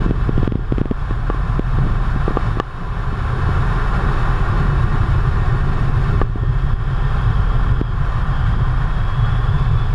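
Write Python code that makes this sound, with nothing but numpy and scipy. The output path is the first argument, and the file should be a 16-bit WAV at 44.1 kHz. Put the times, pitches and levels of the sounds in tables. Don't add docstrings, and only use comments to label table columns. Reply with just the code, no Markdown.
import sys
import numpy as np
from scipy import signal
from scipy.fft import rfft, irfft, next_fast_len
from scipy.io import wavfile
from scipy.ndimage import uniform_filter1d, minimum_filter1d, map_coordinates

SR = 44100
rng = np.random.default_rng(int(sys.argv[2]) if len(sys.argv) > 2 else 0)


def dump(signal):
    limited = np.clip(np.atleast_2d(signal).T, -1, 1)
    pcm = np.round(limited * 32767).astype(np.int16)
    wavfile.write(sys.argv[1], SR, pcm)


N = 438354
TIME = np.arange(N) / SR


def from_db(db):
    return 10 ** (np.asarray(db) / 20)


def rms_one(x):
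    return x / np.sqrt(np.mean(x ** 2) + 1e-20)


def in_time(rows):
    times_s, *columns = np.transpose(rows)
    return [np.interp(TIME, times_s, column) for column in columns]


def drift(rate_hz):
    step = 40
    pole = np.exp(-2 * np.pi * rate_hz * step / SR)
    settling = 2000
    white = rng.standard_normal(N // step + settling + 2)
    slow = signal.lfilter([1], [1, -2 * pole, pole * pole], white)[settling:]
    return np.interp(np.arange(N) / step, np.arange(len(slow)), rms_one(slow))


def noise(spectrum, resonances=(), ripple_db=0):
    size = next_fast_len(N)
    hz = np.maximum(np.arange(size // 2 + 1) * SR / size, 1)
    points_hz, levels_db = np.transpose(spectrum)
    db = np.interp(np.log(hz), np.log(points_hz), levels_db)
    db -= 24 * np.abs(np.log2(hz / np.clip(hz, points_hz[0], points_hz[-1])))
    for centre_hz, width_hz, lift_db in resonances:
        db += lift_db / (1 + (2 * (hz - centre_hz) / width_hz) ** 2)
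    ripple_hz = np.geomspace(400, 14000, 420)
    db += ripple_db * np.interp(hz, ripple_hz, rng.standard_normal(len(ripple_hz)))
    white = rfft(rng.standard_normal(size))
    return rms_one(irfft(white * from_db(db), size)[:N])


def evened(x, span_s):
    local_power = uniform_filter1d(x ** 2, max(int(span_s * SR), 1))
    return x / np.sqrt(local_power + 1e-6)


def swayed(x):
    sway = 0.008 * drift(1.2)
    position = np.arange(N) + np.cumsum(sway - sway.mean())
    return map_coordinates(x, [position], order=3, mode="mirror")


def narrow_band(centre_hz, spread_hz):
    phase = 2 * np.pi * np.cumsum(centre_hz * np.ones(N)) / SR
    return rms_one(drift(spread_hz) * np.cos(phase) + drift(spread_hz) * np.sin(phase))


def wavering(centre_hz, jitter_hz):
    pitch_hz = centre_hz + jitter_hz * drift(30)
    return rms_one(np.sin(2 * np.pi * np.cumsum(pitch_hz) / SR))


def ring(force, hz, t60_s):
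    decay = from_db(-60 / (t60_s * SR))
    angle = 2 * np.pi * hz / SR
    return signal.lfilter([0, np.sin(angle)], [1, -2 * decay * np.cos(angle), decay ** 2], force + 1e-18)


def pushes(rows, flatness):
    force = np.zeros(N)
    for peak_s, push_db, half_width_ms in rows:
        near = slice(max(int((peak_s - .01) * SR), 0), int((peak_s + .01) * SR))
        offset = np.abs((TIME[near] - peak_s) * 1000 / half_width_ms)
        force[near] += from_db(push_db) * np.exp(-offset ** flatness)
    return force


def sprung(force, corner_hz):
    return signal.sosfilt(signal.butter(1, corner_hz, "high", fs=SR, output="sos"), force)


def snap(spectrum):
    size = 1024
    points_hz, levels_db = np.transpose(spectrum)
    hz = np.maximum(np.arange(size // 2 + 1) * SR / size, 1)
    db = np.interp(np.log(hz), np.log(points_hz), levels_db)
    cepstrum = irfft(np.log(from_db(db)))
    cepstrum[1:size // 2] *= 2
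    click = irfft(np.exp(rfft(cepstrum[:size // 2], size)))
    return click / np.sqrt(np.sum(click ** 2))


def turbine(roar_db):
    # start_s, pitch_hz, level_db (against 1.5 dB above the roar)
    whine_path = [(0, 8700, -47), (1, 8790, -41), (2, 8803, -43), (3.2, 8790, -43), (4.5, 8765, -44),
                  (5.7, 8730, -41), (6.6, 8700, -43), (7.8, 8675, -47), (9.2, 8655, -44), (9.94, 8660, -47)]
    # pitch_hz, level_db (same reference)
    accessory_tones = [(8398, -52.5), (9115, -46)]
    pitch_hz, level_db = in_time(whine_path)
    whine = from_db(level_db) * wavering(pitch_hz, jitter_hz=8)
    accessories = sum(from_db(db) * wavering(hz, jitter_hz=8) for hz, db in accessory_tones)
    return from_db(roar_db + 1.5) * (whine + accessories)


def vent():
    # start_s, level_db, pitch_hz
    song_path = [(0, -54, 3310), (.8, -55, 3275), (1.5, -68, 3330), (6.1, -72, 3300), (6.4, -51.5, 3250),
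                 (7.9, -47.5, 3254), (8.1, -56, 3220), (8.4, -45, 3216), (8.9, -54.5, 3264),
                 (9.3, -48.5, 3250), (9.8, -52, 3350), (9.94, -47, 3320)]
    # start_s, level_db, pitch_hz
    whistle_path = [(8.55, -70, 3250), (8.8, -55, 3270), (9.05, -52, 3300), (9.2, -47, 3335),
                    (9.42, -51, 3416), (9.55, -48, 3450), (9.7, -53, 3490), (9.8, -49, 3445),
                    (9.94, -60, 3480)]
    song_db, song_hz = in_time(song_path)
    whistle_db, whistle_hz = in_time(whistle_path)
    upper_band = from_db(-14) * narrow_band(4940, spread_hz=95)
    song = narrow_band(song_hz, spread_hz=160) + upper_band
    whistle = wavering(whistle_hz, jitter_hz=22.06)
    return from_db(song_db + drift(7.4)) * song + from_db(whistle_db + 2.5 * drift(12)) * whistle


def engine(roar_db):
    # start_s, level_db (against the roar)
    drone_levels = [(0, 5), (.8, -3), (1.6, 1), (2.2, -3), (3.3, -2.5), (4.2, -2), (5.2, -3), (5.8, 1.5),
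                    (6.5, -2.5), (7.3, -4.5), (9.94, -3.5)]
    # (relative, per Hz)
    drone_spectrum = [(110, -26), (165, 13), (200, 3), (235, 0.5), (290, -3), (345, -1.5), (420, -3.5),
                      (470, -15.5), (600, -13), (900, -51)]
    # start_s, level_db, pitch_hz
    hollow_path = [(0, -37, 407.4), (1.2, -48.5, 405), (2.8, -44.5, 407.8), (3.5, -37.5, 405),
                   (4.4, -36, 394.7), (5.2, -37, 372), (6.1, -37.5, 397.5), (7.0, -42.5, 393.7),
                   (7.6, -39, 419), (8.2, -56, 414), (9.5, -41.5, 412), (9.94, -42, 424)]
    drone_db, = in_time(drone_levels)
    hollow_db, hollow_hz = in_time(hollow_path)
    drone = from_db(roar_db + drone_db + 2.25 * drift(5.1)) * noise(drone_spectrum)
    return drone + from_db(hollow_db) * narrow_band(hollow_hz, spread_hz=41.5)


def slipstream(roar_db, flutter_db):
    # (relative, per Hz)
    roar_spectrum = [(200, -36), (480, -5), (660, -6), (900, -4), (1020, -1), (1200, -1.5), (1500, -3.5),
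                     (1700, -5.5), (1860, -8), (1980, -19), (2300, -26), (3500, -53)]
    hiss_spectrum = [(1500, -5.5), (2050, 2.5), (2900, -1.5), (3600, 1), (4000, -5), (4800, -8),
                     (5700, -10), (6150, -17.5), (7200, -13.5), (8000, -21.5), (9200, -15.5),
                     (10200, -25.5), (11400, -24), (13800, -43)]
    # centre_hz, width_hz, lift_db
    cabin_modes = [(719, 33, 6), (782, 67, 5), (1024, 18, 6.5), (1076, 50, 5.5), (1163, 59, 5.5),
                   (1393, 81, 5.5), (1600, 37, 2.5), (1827, 80, 3.5), (2277, 160, 4), (2617, 78, 9),
                   (2960, 240, 5), (3820, 62, 5), (4320, 150, 4.5), (5020, 100, 3.5), (5060, 160, 2),
                   (6800, 220, 4), (11070, 400, 3)]
    # start_s, level_db (against the roar)
    hiss_levels = [(0, -13), (1.2, -14), (2.45, -13), (2.75, -13), (3.4, -14), (4.6, -14), (6.1, -12.5),
                   (7.5, -15), (9.94, -14)]
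    # start_s, level_db, pitch_hz
    canopy_path = [(4.2, -77, 1790), (4.8, -51, 1790), (5.5, -45, 1850), (6.1, -52, 1830), (6.6, -50, 1825),
                   (7.4, -44, 1800), (8.0, -68, 1790)]
    eddies_db = flutter_db * drift(13.6)
    hiss_db, = in_time(hiss_levels)
    whistle_db, whistle_hz = in_time(canopy_path)
    roar = swayed(noise(roar_spectrum, cabin_modes, ripple_db=1.0))
    roar *= from_db(roar_db + eddies_db + .5 * drift(27))
    hiss = noise(hiss_spectrum, cabin_modes, ripple_db=1.6)
    hiss *= from_db(roar_db + hiss_db + 1.5 * eddies_db)
    return roar + hiss + from_db(whistle_db) * narrow_band(whistle_hz, spread_hz=8.5)


def airframe():
    # start_s, level_db
    shake_levels = [(0, -17.5), (.6, -16.5), (1.1, -20), (1.85, -16.5), (2.45, -19.5), (2.72, -25.5),
                    (3.1, -20.5), (3.3, -24), (3.6, -18), (4.3, -16.5), (5.2, -17.5), (6.3, -17.5),
                    (7.2, -17.5), (7.6, -15), (8.2, -18.5), (8.75, -17), (9.1, -18), (9.94, -17.5)]
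    # start_s, level_db
    boom_levels = [(0, -24), (.45, -20.5), (.95, -29.5), (1.15, -23.5), (1.35, -28), (1.5, -20.5),
                   (1.62, -27), (1.8, -16.5), (2.05, -27), (2.2, -22), (2.35, -29), (2.5, -21), (2.75, -31),
                   (3.2, -24), (3.58, -19), (3.8, -25), (4.4, -22.5), (4.85, -20), (5.4, -19.5),
                   (5.62, -20), (5.8, -21.5), (6.15, -17.5), (6.6, -20.5), (7.0, -22.5), (7.25, -19),
                   (7.6, -22.5), (7.8, -20), (8.25, -25), (8.55, -18), (8.95, -25), (9.28, -16.5),
                   (9.41, -22), (9.52, -16.5), (9.7, -18.5), (9.94, -22.5)]
    # start_s, level_db (against the boom)
    low_levels = [(0, -5), (1.0, -0.5), (1.5, -5), (2.4, -5), (3.3, -1.5), (4.2, -3), (5.5, -2.5),
                  (6.6, -9.5), (7.6, -3), (8.4, -2), (9.2, -9.5), (9.94, -3)]
    # (relative, per Hz)
    shake_spectrum = [(8, -35.5), (15, -23), (22, 1), (30, -10.5), (36, -1.5), (43, -4), (52, -7.5),
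                      (64, -36.5), (85, -27)]
    boom_spectrum = [(88, -14.5), (105, -0.5), (120, 0.5), (133, -0.5), (147, -5), (156, -14), (178, -24),
                     (220, -27)]
    low_spectrum = [(55, -30.5), (68, 0.5), (77, -1), (89, 1.5), (102, -13.5)]
    # peak_s, push_db
    gusts = [(0.365, -10), (5.898, 1), (6.234, 2), (6.298, -3), (6.648, -1.5), (6.739, -1), (7.724, -1.5)]
    shake_db, = in_time(shake_levels)
    boom_db, = in_time(boom_levels)
    low_db, = in_time(low_levels)
    shake = from_db(shake_db) * evened(noise(shake_spectrum), span_s=0.072)
    air = evened(noise(boom_spectrum), span_s=0.19)
    air += from_db(low_db) * evened(noise(low_spectrum), span_s=0.22)
    boom = from_db(boom_db + 0.79 * drift(12.0)) * air
    jolt_half_width_ms = 3.1
    jolts = pushes([(s, db, jolt_half_width_ms) for s, db in gusts], flatness=1.23)
    return shake + boom - sprung(jolts, corner_hz=7.2)


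def mount():
    # peak_s, push_db, half_width_ms, rebound_db (against the push), crack_db
    thumps = [(.02, -15.5, 0.64, -14, -34), (0.0629, 0, 1, -26, -28), (0.095, -10, 1, -14, -30),
              (0.1101, -1, 0.53, -6, -9), (0.2934, 0.5, 0.75, -12, -13), (0.3794, -4, 0.71, -9, -14),
              (0.4313, -3.5, 0.74, -25, -20), (0.4773, 7, 0.75, -19, -0.5), (0.5223, 2, 0.83, -22, -4.5),
              (0.5559, 5, 0.98, -30, -12), (0.5938, -10, 0.8, -10, -24), (0.7234, 0, 0.6, -8, -8.5),
              (0.7829, -5.5, 0.63, -7, -10), (0.815, 6.5, 0.85, -32, -7), (.857, -3.5, 0.57, -11, -11),
              (0.9125, 3, .78, -33, -7), (.917, -4, 0.62, -8, -21), (1.1103, -11, 0.73, -23, -30),
              (1.347, -12.5, 0.48, -16, -32), (1.595, 1, 0.59, -9, -6.5), (1.868, -11, 1, -14, -30),
              (2.162, -10, 0.98, -14, -30), (2.284, -10, 1, -12, -22), (2.308, -8, .7, -15, -24),
              (2.318, -14, 0.62, -12, -24), (2.487, -17, 0.88, -12, -30), (2.572, -10, 0.6, -14, -24),
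              (3.129, -13, 0.98, -9, -30), (3.491, -11.5, 0.54, -14, -26), (4.955, -16, 0.67, -14, -30),
              (6.3586, -5, 0.92, -16, -24), (6.435, -12, 0.66, -21, -26), (7.8138, -2, 0.49, 1.5, -8)]
    # peak_s, push_db, half_width_ms
    knocks = [(1.1086, -9, .08), (1.3007, 0.5, 0.14), (1.787, -9, 0.51), (1.7879, -9, 0.067),
              (2.28, -1.5, 0.31), (2.3713, 4, 0.18), (2.6001, 18, 0.051), (6.2156, 3.5, 0.11)]
    # pitch_hz, level_db, t60_s
    mount_modes = [(457, -26.5, 0.01), (808, -32.5, 0.014), (1158, -30.5, 0.028), (1477, -43, 0.017),
                   (1720, -37.5, 0.024), (2400, -48, 0.01), (2900, -37.5, 0.01), (3400, -41, 0.0054)]
    # (relative, per Hz)
    crack_spectrum = [(600, -7), (1300, 8), (2200, 1), (3400, -1), (4200, -15), (5500, -18), (7000, -29),
                      (12000, -39), (15000, -55)]
    rebound_delay_s, rebound_half_width_ms = 0.0016, 0.79
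    soft = pushes([(s, db, ms) for s, db, ms, back, crack in thumps], flatness=1.65)
    rebounds = [(s + rebound_delay_s, db + back, rebound_half_width_ms)
                for s, db, ms, back, crack in thumps]
    soft -= pushes(rebounds, flatness=2)
    hard = pushes(knocks, flatness=1.3)
    striking = from_db(-21.5) * soft - hard
    rings = sum(from_db(db) * ring(striking, hz, t60_s) for hz, db, t60_s in mount_modes)
    touches = np.zeros(N)
    for peak_s, push_db, half_width_ms, back_db, crack_db in thumps:
        touches[int((peak_s - half_width_ms / 1000) * SR)] = from_db(crack_db)
    cracks = signal.oaconvolve(touches, snap(crack_spectrum))[:N]
    return sprung(soft + rings, corner_hz=70) + cracks


def scene():
    # start_s, level_db
    airflow_levels = [(0, -32), (.7, -34.5), (1.1, -33.5), (1.9, -31.5), (2.45, -29.5), (2.8, -34.5),
                      (3.4, -28.5), (4.2, -26.5), (4.9, -29), (6.1, -30.5), (6.45, -35.5), (7.2, -30),
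                      (7.9, -31), (8.5, -31), (8.9, -31), (9.4, -30.5), (9.94, -32)]
    roar_db, = in_time(airflow_levels)
    flight = turbine(roar_db) + vent() + engine(roar_db) + slipstream(roar_db, flutter_db=0.51)
    return (flight + airframe() + mount())[None]


def limiter(x):
    limit_db, release_db_per_s = -6, 28
    detector_s, attack_s = 0.0016, 0.0028
    power = uniform_filter1d(x ** 2, max(int(detector_s * SR), 1))
    over_db = np.maximum(10 * np.log10(np.maximum(power, 1e-12)) - limit_db, 0)
    released_db = release_db_per_s * TIME
    gain_db = released_db - np.maximum.accumulate(over_db + released_db, axis=-1)
    attack = max(int(attack_s * SR), 1)
    return x * from_db(uniform_filter1d(minimum_filter1d(gain_db, attack), attack))


def record(dry):
    fade_in_s, cutoff_hz = .006, 15700
    limited = limiter(dry) * np.minimum(TIME / fade_in_s, 1)
    rounded = limited / (1 + limited ** 8) ** (1 / 8)
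    return signal.sosfilt(signal.cheby2(12, 70, cutoff_hz, fs=SR, output="sos"), rounded)


dry = scene()
out = record(dry)
dump(out)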